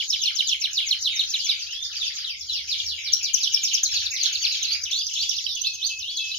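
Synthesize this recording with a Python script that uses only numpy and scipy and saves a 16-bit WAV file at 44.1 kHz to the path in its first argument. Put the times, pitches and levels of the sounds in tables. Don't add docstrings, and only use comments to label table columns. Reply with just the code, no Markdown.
import sys
import numpy as np
from scipy import signal
from scipy.fft import rfft, irfft
from scipy.io import wavfile
from scipy.ndimage import uniform_filter1d

SR = 44100
rng = np.random.default_rng(int(sys.argv[2]) if len(sys.argv) > 2 else 0)


def gain_from_decibels(decibels):
    exponent = np.asarray(decibels, float) / 20
    return 10 ** exponent


def waveform_to_disk(signal):
    frames = np.transpose(np.atleast_2d(signal))
    scaled = np.clip(frames, -1, 1) * 32767
    samples = np.round(scaled).astype(np.int16)
    wavfile.write(sys.argv[1], SR, samples)


N = 281358

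# start_s, length_s, level_db, fade_db
NEAR_FALLS = [(-.058, 0.086, -21, 5.5), (0.084, 0.081, -21.5, 6.5), (0.209, 0.099, -21.5, 3),
              (0.347, 0.079, -21, 4.5), (0.476, 0.073, -20.5, 4.5), (0.603, 0.071, -18, 0),
              (0.734, 0.073, -22, -5), (0.869, 0.08, -21, 3.5), (1.014, .083, -24.5, 6),
              (1.147, 0.09, -25, 7.5), (1.291, 0.09, -23, 7.5), (1.439, 0.099, -22.5, 5.5)]
# start_s, length_s, pitch_hz, level_db, fade_db
SLOW_FALLS = [
    (0.151, 0.16, 5250, -25, -8),
    (0.417, 0.15, 6140, -23, -7),
    (0.7, 0.18, 6930, -22.5, -7.5),
    (0.982, 0.17, 6650, -22.5, -5.5),
    (1.915, 0.21, 6910, -28.5, -6.5),
    (2.157, 0.2, 6900, -30, -16),
    (2.463, 0.16, 4940, -27.5, -7.5),
]
# start_s, length_s, pitch_hz, level_db, fade_db
BRISK_FALLS = [
    (2.392, 0.064, 6900, -37.5, 13.5),
    (2.524, 0.085, 5930, -26.5, 3),
    (2.673, 0.084, 6250, -24.5, -2),
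    (2.748, 0.065, 4340, -29, -3.5),
    (2.835, 0.11, 6640, -26, -2),
    (3.015, 0.1, 6900, -27.5, -2.5),
    (3.223, 0.078, 5570, -27.5, -1.5),
    (3.381, 0.089, 6760, -25.5, -1.5),
    (3.614, 0.12, 7080, -26, 6),
    (3.91, 0.12, 5630, -28, 7.5),
]
# start_s, level_db, fade_db
HIGH_TRILL = [
    (3.119, -29.5, 8),
    (3.228, -27, -2.5),
    (3.331, -30, 5),
    (3.424, -27, -6),
    (3.523, -24.5, -4),
    (3.63, -25.5, 1),
    (3.73, -24.5, -4.5),
]
DEEP_TRILL = [
    (3.829, -31.5, 18),
    (3.936, -28.5, 5.5),
    (4.03, -27.5, 1),
    (4.131, -29.5, -4.5),
    (4.227, -26.5, -7),
    (4.324, -26, -2),
    (4.42, -25.5, -8.5),
    (4.518, -32.5, -3.5),
    (4.622, -30, 6),
    (4.724, -37, 11.5),
]
FAST_TRILL = [
    (4.832, -31.5, 11.5),
    (4.908, -31, 9),
    (4.985, -30.5, 8.5),
    (5.061, -31.5, 7),
    (5.132, -29.5, 7),
    (5.205, -30.5, 1),
    (5.286, -30, 14.5),
    (5.359, -28, 6.5),
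    (5.434, -32, -6),
]
# start_s, length_s, start_hz, end_hz, level_db
RISES = [(1.384, .17, 2690, 3676, -32.5), (1.663, 0.21, 2397, 3596, -32.5),
         (4.354, 0.14, 4380, 4600, -35.5), (4.6, 0.04, 3410, 4030, -33.5),
         (4.655, 0.036, 4090, 4006, -35.5), (4.675, 0.092, 3900, 4910, -29),
         (4.908, .13, 2960, 4955, -28.5), (5.161, 0.073, 2880, 4790, -27.5),
         (5.334, 0.063, 3230, 5810, -33), (5.468, 0.13, 3994, 3330, -33), (5.494, 0.083, 3560, 6700, -39),
         (5.636, 0.092, 3680, 6280, -39), (5.635, 0.046, 2890, 4410, -26),
         (5.812, 0.052, 2850, 4840, -27.5), (5.872, .06, 3520, 4880, -35), (6.028, .075, 2613, 3400, -30),
         (6.071, .04, 3090, 4660, -33)]
# start_s, start_hz, level_db
HOOKS = [
    (5.216, 5340, -33),
    (5.439, 4270, -28.5),
    (5.607, 5690, -30),
    (5.863, 6000, -22),
    (6.163, 5990, -30),
    (6.202, 3750, -30),
    (6.31, 3586, -32),
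    (6.335, 2474, -20),
]
# start_s, length_s, pitch_hz, level_db
HELD = [(1.09, 0.14, 3772, -28), (4.755, 0.1, 4996, -37), (4.961, 0.053, 3480, -31),
        (5.025, 0.061, 4920, -34.5), (5.251, 0.053, 3440, -31), (5.639, .105, 2640, -37),
        (5.771, 0.057, 2620, -38.5), (5.728, 0.038, 6410, -31.5), (5.894, 0.11, 2641, -34),
        (6.101, 0.135, 3430, -33), (6.226, 0.045, 3400, -39.5), (6.188, 0.14, 2656, -35)]
# start_s, length_s, start_hz, end_hz, level_db
THIN_FALLS = [
    (5.984, 0.053, 6800, 3500, -34),
    (6.155, 0.048, 5000, 3100, -30),
    (4.9, 0.028, 5100, 2300, -31.5),
    (5.7, 0.067, 5600, 2500, -44),
]
# start_s, length_s, level_db
LONG_FALLS = [
    (4.103, .165, -34),
    (4.393, .172, -36.5),
]
# start_s, level_db, fade_db
CHIP_RUN = [
    (1.252, -38, -1),
    (1.365, -35, -10),
    (1.479, -36.5, -12),
    (1.592, -36.5, -6),
    (1.706, -37, -4),
    (1.819, -37.5, -11),
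    (1.933, -37.5, -6),
    (2.043, -34.5, -4),
    (2.153, -37, 0),
    (2.272, -40.5, -9),
]
# start_s, length_s, start_hz, end_hz, level_db
FLICKS = [(.001, 0.014, 5590, 4390, -38), (0.597, 0.032, 2500, 6900, -49),
          (1.204, 0.052, 3340, 3210, -41.5), (1.216, 0.025, 3820, 4170, -33.5),
          (2.782, .025, 6210, 2984, -29), (3.17, 0.019, 3740, 2890, -46.5), (4.546, 0.032, 5410, 3790, -36),
          (5.634, 0.037, 3600, 2700, -46), (5.85, 0.0085, 5800, 4830, -41.5),
          (5.903, 0.02, 3495, 2655, -43.5), (6.233, 0.014, 5560, 6780, -39),
          (6.342, 0.021, 5250, 7030, -37)]
# start_s, stop_s, rate_hz, start_hz, end_hz, level_db
ROLLS = [
    (0.716, 1.62, 20, 2300, 1330, -64),
    (1.642, 1.72, 24.2, 2500, 1310, -63),
    (1.728, 2.3, 24.2, 2500, 1265, -57.5),
    (2.448, 3.75, 26, 2600, 1366, -67),
    (3.77, 4.92, 20.5, 2763, 1343, -60.5),
    (5.569, 6.36, 13.3, 2080, 1218, -80),
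]
# start_s, length_s, level_db
PIPES = [
    (2.74, 0.14, -47.5),
    (2.96, 0.2, -49.5),
    (3.22, 0.14, -45.5),
    (3.51, 0.12, -43),
]
# start_s, length_s, pitch_hz, level_db
COOS = [
    (.86, 0.13, 169, -70.5),
    (1.02, 0.17, 261, -67),
    (1.36, 0.23, 165, -70),
    (2.06, 0.21, 175, -73),
    (2.36, 0.21, 171, -71.5),
]
# time_s, jump_db
GLINTS = [(.103, 9.5), (0.236, 10), (.405, 9.5), (0.524, 6.5), (0.515, 3), (0.643, -4), (0.777, -2),
          (0.912, 4.5), (1.057, 7.5), (1.193, 11.5), (1.339, 9.5), (1.493, 4), (2.002, 7.5), (2.243, 8.5),
          (2.409, 14), (2.495, 10), (2.796, -2.5), (2.906, -2), (3.135, 9), (3.251, 3), (3.338, 1.5),
          (3.376, 14), (3.432, 6), (3.473, 4), (3.544, 6), (3.715, 11), (3.838, 4), (4.063, 4), (4.162, 7),
          (4.259, 2.5), (4.355, 4), (4.452, 2), (4.466, 4), (4.507, 9), (4.908, 4.5), (4.987, 4),
          (5.165, 1), (5.67, 8), (5.828, 6), (5.843, 0.5), (6.316, 8)]

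# pitch_hz, left_db, right_db
NEAR_THROAT = [(2250, -8, -10), (2550, -19, -16), (2950, -1, 3), (4300, -1, 2), (4600, -13, -16),
               (5400, -2, -7), (6300, -7, -7), (7100, -11, -16)]
SLOW_THROAT = [(2300, -17, -16.5), (3390, -5, -4), (4050, -2.5, -0.5), (4250, -12, -6.5),
               (4900, -5.5, -3.5), (6900, -13, -18)]
BRISK_THROAT = [(2100, -9, -14.5), (2700, -12, -4), (3470, -7, -4), (3900, -5.5, 1.5), (4660, -0.5, -2),
                (5800, -4, -7), (5700, -9.5, -12.5), (6900, -8, -14)]
HIGH_THROAT = [(3000.0, -2.9, -0.0), (3500.0, -11.5, -5.3), (4000.0, -19.3, -13.2), (4500.0, -11.1, -13.3),
               (5000.0, 0.1, -7.8), (5500.0, 5.5, -2.2), (6000.0, 0.4, -0.1), (6500.0, -1.7, 0.4),
               (7000.0, -3.9, -4.3)]
DEEP_THROAT = [(1500.0, -37.1, -27.5), (2050.0, -21.2, -19.2), (2600.0, -10.4, -14.7),
               (3150.0, -12.6, -9.4), (3700.0, -3.0, -0.8), (4250.0, 2.1, 5.2), (4800.0, -2.1, -5.4),
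               (5350.0, -4.7, -11.2), (5900.0, -2.0, -4.5), (6450.0, 0.6, 0.5), (7000.0, -7.4, -7.8)]
FAST_THROAT = [(2500.0, -12.1, -13.2), (3000.0, -1.0, 1.8), (3500.0, 0.1, 5.6), (4000.0, -8.1, -5.3),
               (4500.0, -15.6, -15.5), (5000.0, -8.6, -10.6), (5500.0, -3.9, -7.3), (6000.0, -2.0, -0.9),
               (6500.0, -7.1, -5.5), (7000.0, -14.2, -13.9)]
RISE_THROAT = [(2500, -5, -11.5), (3000, -4, -5), (3600, -0.5, 3), (4740, 1.5, 2), (6600, -5, 3)]
ROLL_THROAT = [(1260, -11.5, -2), (2600, 8.5, 7.5), (3310, 8, 9), (4000, 7.5, 7.5), (4600, 0, -5)]
OPEN_THROAT = [(2000, 0, 0), (7000, 0, 0)]

# time_s, level_db
CHORUS_SWELL = [(0, -35), (.19, -34), (.87, -43), (1.35, -35.5), (1.79, -41.5), (1.95, -37.5),
                (2.35, -39.5), (3.05, -38), (4.07, -34), (4.57, -34), (5.03, -35.5), (5.33, -33),
                (5.76, -40), (6.38, -36.5)]
# frequency_hz, density_db (per Hz)
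CHORUS_SPECTRUM = [(650, -81), (1100, -30), (1900, -4.5), (2350, -2), (2980, -2.5), (4000, -4),
                   (5050, -5.5), (6510, -7.5), (6830, -10), (7400, -8.5), (9620, -68.5), (16300, -120)]
# frequency_hz, density_db (per Hz)
HUM_SPECTRUM = [(15, -50.5), (25, -28.5), (56, -3), (76, 5), (93, 1), (120, -11), (178, -18), (226, -23),
                (269, -21), (369, -24.5), (491, -23.5), (673, -28), (1100, -32.5), (1500, -31.5),
                (2300, -24), (3200, -66.5)]
# time_s, level_db
HUM_SWELL = [(0.0, -69.5), (0.16, -60.5), (0.21, -68), (2.45, -64), (2.9, -55), (3.11, -65), (3.84, -65),
             (3.92, -54.5), (4.18, -63), (6.06, -63.5), (6.15, -75), (6.38, -59)]
# frequency_hz, level_db
TOP_FILL = [(8800, -87.5), (9150, -51.5), (9450, -39), (10200, -31), (11200, -30), (12500, -27),
            (14200, -16.5), (14900, -50)]
# frequency_hz, margin_db
SPARE = [(150, 11), (600, 7), (1050, 1.5), (1400, 4), (2000, 6), (2800, 9.5), (4400, 7), (6000, 7.5),
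         (6900, 4), (7200, 0)]
# time_s, length_s
BLANKS = [
    (.66, .055),
    (2.035, .022),
    (4.25, .035),
    (4.17, .015),
]
# frequency_hz, level_db
BLANK_BAND = [(140, -60), (190, 0), (1500, 0), (1900, -60)]

# length_s, start_hz, end_hz
HIGH_NOTE, DEEP_NOTE, FAST_NOTE = (.056, 7050, 2880), (.068, 7050, 1660), (.043, 7000, 2530)
NEAR_FROM_HZ, NEAR_TO_HZ = 7050, 2180
FALL_BEND, RISE_BEND = (1.15, 0), (1.0, 6.5)
# echoes_db, tail_db
CLOSE, MIDDLE = (-8.5, -6), (-2.5, -0.5)


def colour(x, points):
    hz, db = np.transpose(points)
    bins = np.fft.rfftfreq(x.shape[-1], 1 / SR) + 1
    gain = gain_from_decibels(np.interp(np.log(bins), np.log(hz), db))
    return irfft(rfft(x) * gain, x.shape[-1])


def curve(rows):
    return np.interp(np.arange(N) / SR, *np.transpose(rows))


def walk(rate_hz):
    k = int(SR / rate_hz)
    steps = np.repeat(rng.standard_normal(N // k + 1), k)
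    return 1.793 * uniform_filter1d(uniform_filter1d(steps, k), k)[:N]


def glints():
    t, db = np.arange(N) / SR, np.zeros(N)
    for s, jump_db in GLINTS:
        at = slice(max(int((s - .05) * SR), 0), int((s + .08) * SR))
        late = t[at] - s
        fade = np.exp(-abs(late) / 0.0089)
        hush = -0.45 * np.exp(-abs(late) / 0.005)
        db[at] += jump_db * np.where(late > 0, fade, hush)
    return uniform_filter1d(db, size=60)


def sing(notes, throat, bend, edge_s=0.00046, flutter_db=2.8, waver=0.0056, accented=1):
    out = np.zeros((2, N))
    flutter = flutter_db * np.array([walk(240), walk(240)])
    drift = 1 + waver * walk(120)
    if accented:
        flutter = flutter + glints()
    throat_hz, *ports_db = np.transpose(throat)
    for s, length, start_hz, end_hz, first_db, second_db in notes:
        at = int(s * SR) + np.arange(int(length * SR))
        u = np.arange(len(at)) / len(at)
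        inside = (at >= 0) & (at < N)
        u, at = u[inside], at[inside]
        glide = (1 - u) ** (bend[0] + bend[1] * length)
        hz = (end_hz + (start_hz - end_hz) * glide) * drift[at]
        throat_db = [1.3 * np.interp(hz, throat_hz, port_db) for port_db in ports_db]
        db = np.interp(u, [1 / 4, 3 / 4], [first_db, second_db]) + throat_db
        to_edge_s = np.minimum(np.minimum(u, 1 - u) * length, at / SR)
        edges = np.clip(to_edge_s / edge_s, 0, 1)
        out[:, at] += gain_from_decibels(db + flutter[:, at]) * edges * np.sin(2 * np.pi * np.cumsum(hz) / SR)
    return out


def hall(x, gain_db, pan_db, lag_s, early_db, wet_db, t60=0.29):
    t = np.arange(int(.7 * SR)) / SR
    hits = rng.random((2, len(t))) < .02
    early = rng.standard_normal((2, len(t))) * hits * np.exp(-t / 0.029)
    tail = rng.standard_normal((2, len(t))) * gain_from_decibels(-60 * t / t60) * (1 - np.exp(-t / 0.0018))
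    response = sum(gain_from_decibels(db) * r / np.sqrt(np.sum(r ** 2) / 2) for r, db in ((early, early_db), (tail, wet_db)))
    wet = signal.fftconvolve(np.mean(x, axis=0)[None], response, axes=1)[:, :N]
    left = np.roll(x[0], int(lag_s * SR)) * gain_from_decibels(pan_db / 2)
    right = x[1] * gain_from_decibels(-pan_db / 2)
    return gain_from_decibels(gain_db) * (np.array([left, right]) + wet)


def note(s, length, start_hz, end_hz, db, fade_db=0):
    return s, length, start_hz, end_hz, db + fade_db / 2, db - fade_db / 2


def trill(rows, syllable):
    return [note(s, *syllable, db, fade_db) for s, db, fade_db in rows]


def near_notes():
    return [note(s, length, NEAR_FROM_HZ, NEAR_TO_HZ, db, fade_db) for s, length, db, fade_db in NEAR_FALLS]


def near_bird():
    return hall(sing(near_notes(), NEAR_THROAT, FALL_BEND, edge_s=0.0013), 1.88, 0, -.00005, *CLOSE)


def second_bird():
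    slow = [note(s, length, hz, 2100, db, fade_db) for s, length, hz, db, fade_db in SLOW_FALLS]
    brisk = [note(s, length, hz, 2760, db, fade_db) for s, length, hz, db, fade_db in BRISK_FALLS]
    song = sing(brisk, BRISK_THROAT, (1.2, 0))
    song = song + sing(slow, SLOW_THROAT, (1.65, 0), edge_s=0.007, flutter_db=3.0, waver=.007)
    return hall(song, 1.98, 0, .0003, *MIDDLE)


def grey_bird():
    trills = ((HIGH_TRILL, HIGH_NOTE, HIGH_THROAT, (1.02, 0)),
              (DEEP_TRILL, DEEP_NOTE, DEEP_THROAT, FALL_BEND),
              (FAST_TRILL, FAST_NOTE, FAST_THROAT, (1.45, 0)))
    song = sum(sing(trill(rows, syllable), throat, bend, edge_s=.002, flutter_db=4)
               for rows, syllable, throat, bend in trills)
    return hall(song, 4.2, 0, 0.0003, *CLOSE)


def rising_whistles():
    notes = [note(*row, 3.5) for row in RISES]
    notes += [note(s, 0.018, hz, hz + 710, db, 3.5) for s, hz, db in HOOKS]
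    arcs = [row for row in notes if row[1] > .11]
    quick = [row for row in notes if row[1] <= .11]
    song = sing(arcs, RISE_THROAT, RISE_BEND, edge_s=0.008, flutter_db=2.2, waver=.004)
    song = song + sing(quick, RISE_THROAT, RISE_BEND, edge_s=0.0045, flutter_db=4, waver=.008)
    return hall(song, -.2, -1.9, -.00005, -6.5, -2.5)


def clean_whistles():
    held = [note(s, length, hz, hz - 68.3, db, -1) for s, length, hz, db in HELD]
    thin = [note(*row) for row in THIN_FALLS]
    song = sing(held, OPEN_THROAT, RISE_BEND, edge_s=0.012, flutter_db=0.9, waver=0.003)
    song = song + sing(thin, OPEN_THROAT, FALL_BEND, edge_s=.004, flutter_db=3.5, waver=0.0026)
    return hall(song, 0.13, 0.93, -.00003, -11.5, -3.5)


def long_falls():
    notes = [note(s, length, 6850, 2880, db, -9) for s, length, db in LONG_FALLS]
    return hall(sing(notes, OPEN_THROAT, (.86, 0), edge_s=0.0044, flutter_db=4.5), 1.5, 0, .00003, *MIDDLE)


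def chips():
    notes = trill(CHIP_RUN, (.046, 6800, 4350))
    for s in np.arange(1.666, 2.27, .0413):
        notes.append(note(s, .009, 3000, 4250, -35.5))
        notes.append(note(s + .011, .008, 4600, 6300, -41))
    lead_s = 0.0077
    notes += [note(s - lead_s, lead_s, 4633, NEAR_FROM_HZ, db - 19.5, -14.5) for s, _, db, _ in NEAR_FALLS[1:]]
    notes += [note(*row) for row in FLICKS]
    return hall(sing(notes, OPEN_THROAT, FALL_BEND, edge_s=0.001, flutter_db=3.5), 1.9, 3.5, .0001, -2.5, -2.5)


def rolls():
    notes = [(s, .45 / rate, start_hz, end_hz, db + 5.5, db + 2 * rng.standard_normal())
             for a, b, rate, start_hz, end_hz, db in ROLLS for s in np.arange(a, b, 1 / rate)]
    notes += [(s + length, .012, end_hz, 1250, db - 26, db - 42.0)
              for s, length, _, end_hz, _, db in near_notes()]
    notes += [note(s + length, .014, end_hz, 1857, db - 31, 14)
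              for s, length, _, end_hz, _, db in trill(FAST_TRILL, FAST_NOTE)]
    song = sing(notes, ROLL_THROAT, (2.8, 0), edge_s=0.0031, flutter_db=5.5, accented=0)
    return hall(song, 0, 2.3, 0.0001, -6.0, 7.2)


def pipes():
    notes = [note(s, length, 2347, 2347, db) for s, length, db in PIPES]
    song = sing(notes, OPEN_THROAT, FALL_BEND, edge_s=0.034, flutter_db=1.5, waver=.012, accented=0)
    return hall(song, 0, -1.5, 0, *MIDDLE)


def coos():
    notes = [note(s, length, hz, 1.09 * hz, db, 4.5) for s, length, hz, db in COOS]
    return hall(sing(notes, OPEN_THROAT, RISE_BEND, edge_s=0.024, waver=0.011, accented=0), 0, .6, 0, *CLOSE)


def chorus(count=600):
    when, height, drop, length, level = rng.random((count, 5)).T
    start_s = when * N / SR
    lowest_hz = np.where(start_s < 4.8, 1950, 2300)
    end_hz = lowest_hz * (1 - height) + 6150 * height
    start_hz = np.minimum(end_hz + 600 + 2400 * drop, 7300)
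    notes = np.transpose([start_s, 0.01 + 0.027 * length, start_hz, end_hz, 4 * level, 4 * level])
    far = hall(sing(notes, OPEN_THROAT, FALL_BEND, edge_s=0.0014, accented=0), 0, -.5, 0, 6.0, 12.0)
    far = np.concatenate([far[:, -SR // 2:], far[:, SR // 2:]], axis=1)
    far = colour(far, CHORUS_SPECTRUM)
    return far / np.std(far) * gain_from_decibels(curve(CHORUS_SWELL) + 3.0)


def hum():
    mid, side = rng.standard_normal((2, N))
    side = colour(side, [(60, -12.0), (250, -4.5), (900, -2.5)])
    low = colour(np.array([mid + side, mid - side]), HUM_SPECTRUM) * gain_from_decibels([[1.1], [-1.1]])
    swell = gain_from_decibels(curve(HUM_SWELL))
    bass = colour(low, [(130, -2.0), (200, -21.0)])
    return (bass * swell + (low - bass) * np.mean(swell)) / np.std(bass)


def scene():
    birds = (near_bird() + second_bird() + grey_bird() + rising_whistles() + clean_whistles()
             + long_falls() + chips() + rolls() + pipes())
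    birds = signal.sosfilt(signal.butter(8, 1100, "high", fs=SR, output="sos"), birds)
    return birds + coos() + chorus() + hum()


def starve(x, size=4096, count=10):
    hz, _, z = signal.stft(x, SR, "cosine", size)
    used = 720 // count * count
    power = np.mean(abs(z[:, :used]) ** 2, axis=0).reshape(-1, count, z.shape[2]).mean(axis=1)
    band_db = 10 * np.log10(power + 1e-18)
    song_db = 10 * np.log10(np.mean(abs(z) ** 2, axis=(0, 1)) + 1e-18)
    song_rise_db = song_db - uniform_filter1d(song_db, size=9)
    usual_db = uniform_filter1d(band_db, size=9, axis=1) + .4 * song_rise_db
    spare_db = np.interp(hz[count // 2:used:count], *np.transpose(SPARE))[:, None]
    luck = uniform_filter1d(rng.standard_normal(band_db.shape), size=2, axis=1) * np.sqrt(2)
    kept = band_db > usual_db - spare_db + 3 * luck
    z[:, :used] *= np.repeat(kept, count, axis=0)
    t = np.arange(N) / SR
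    blank = sum(np.clip(3 - abs(t - s) * 5 / length, 0, 1) for s, length in BLANKS)
    return signal.istft(z, SR, "cosine", size)[1][:, :N] - blank * colour(x, BLANK_BAND)


def low_pass(x):
    return signal.sosfilt(signal.butter(12, 15750, fs=SR, output="sos"), x)


def record(dry):
    t = np.arange(N) / SR
    kept = signal.sosfilt(signal.cheby1(9, .5, 7150, fs=SR, output="sos"), np.tanh(dry))
    loudness = np.sqrt(uniform_filter1d(kept ** 2, size=800, axis=1) + 1e-12)
    blur = colour(rng.standard_normal((2, N)), [(900, 2.5), (2500, -28.0)])
    shift_hz = 7494
    copy = kept * (1 + 0.54 * blur / np.std(blur)) * np.cos(2 * np.pi * shift_hz * t)
    grain = colour(loudness * rng.standard_normal((2, N)), [(9500, 30.9), (11200, 28.0), (14200, 5.0)])
    top = colour(copy + gain_from_decibels(-20.5) * grain, TOP_FILL) * gain_from_decibels([[-1.2], [1.2]])
    edge_hz = 15750
    edge = gain_from_decibels(-32.0) * np.maximum(loudness - .065, 0) * np.sin(2 * np.pi * edge_hz * t)
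    return low_pass(starve(kept) + top + edge)


dry = scene()
out = record(dry)
waveform_to_disk(out)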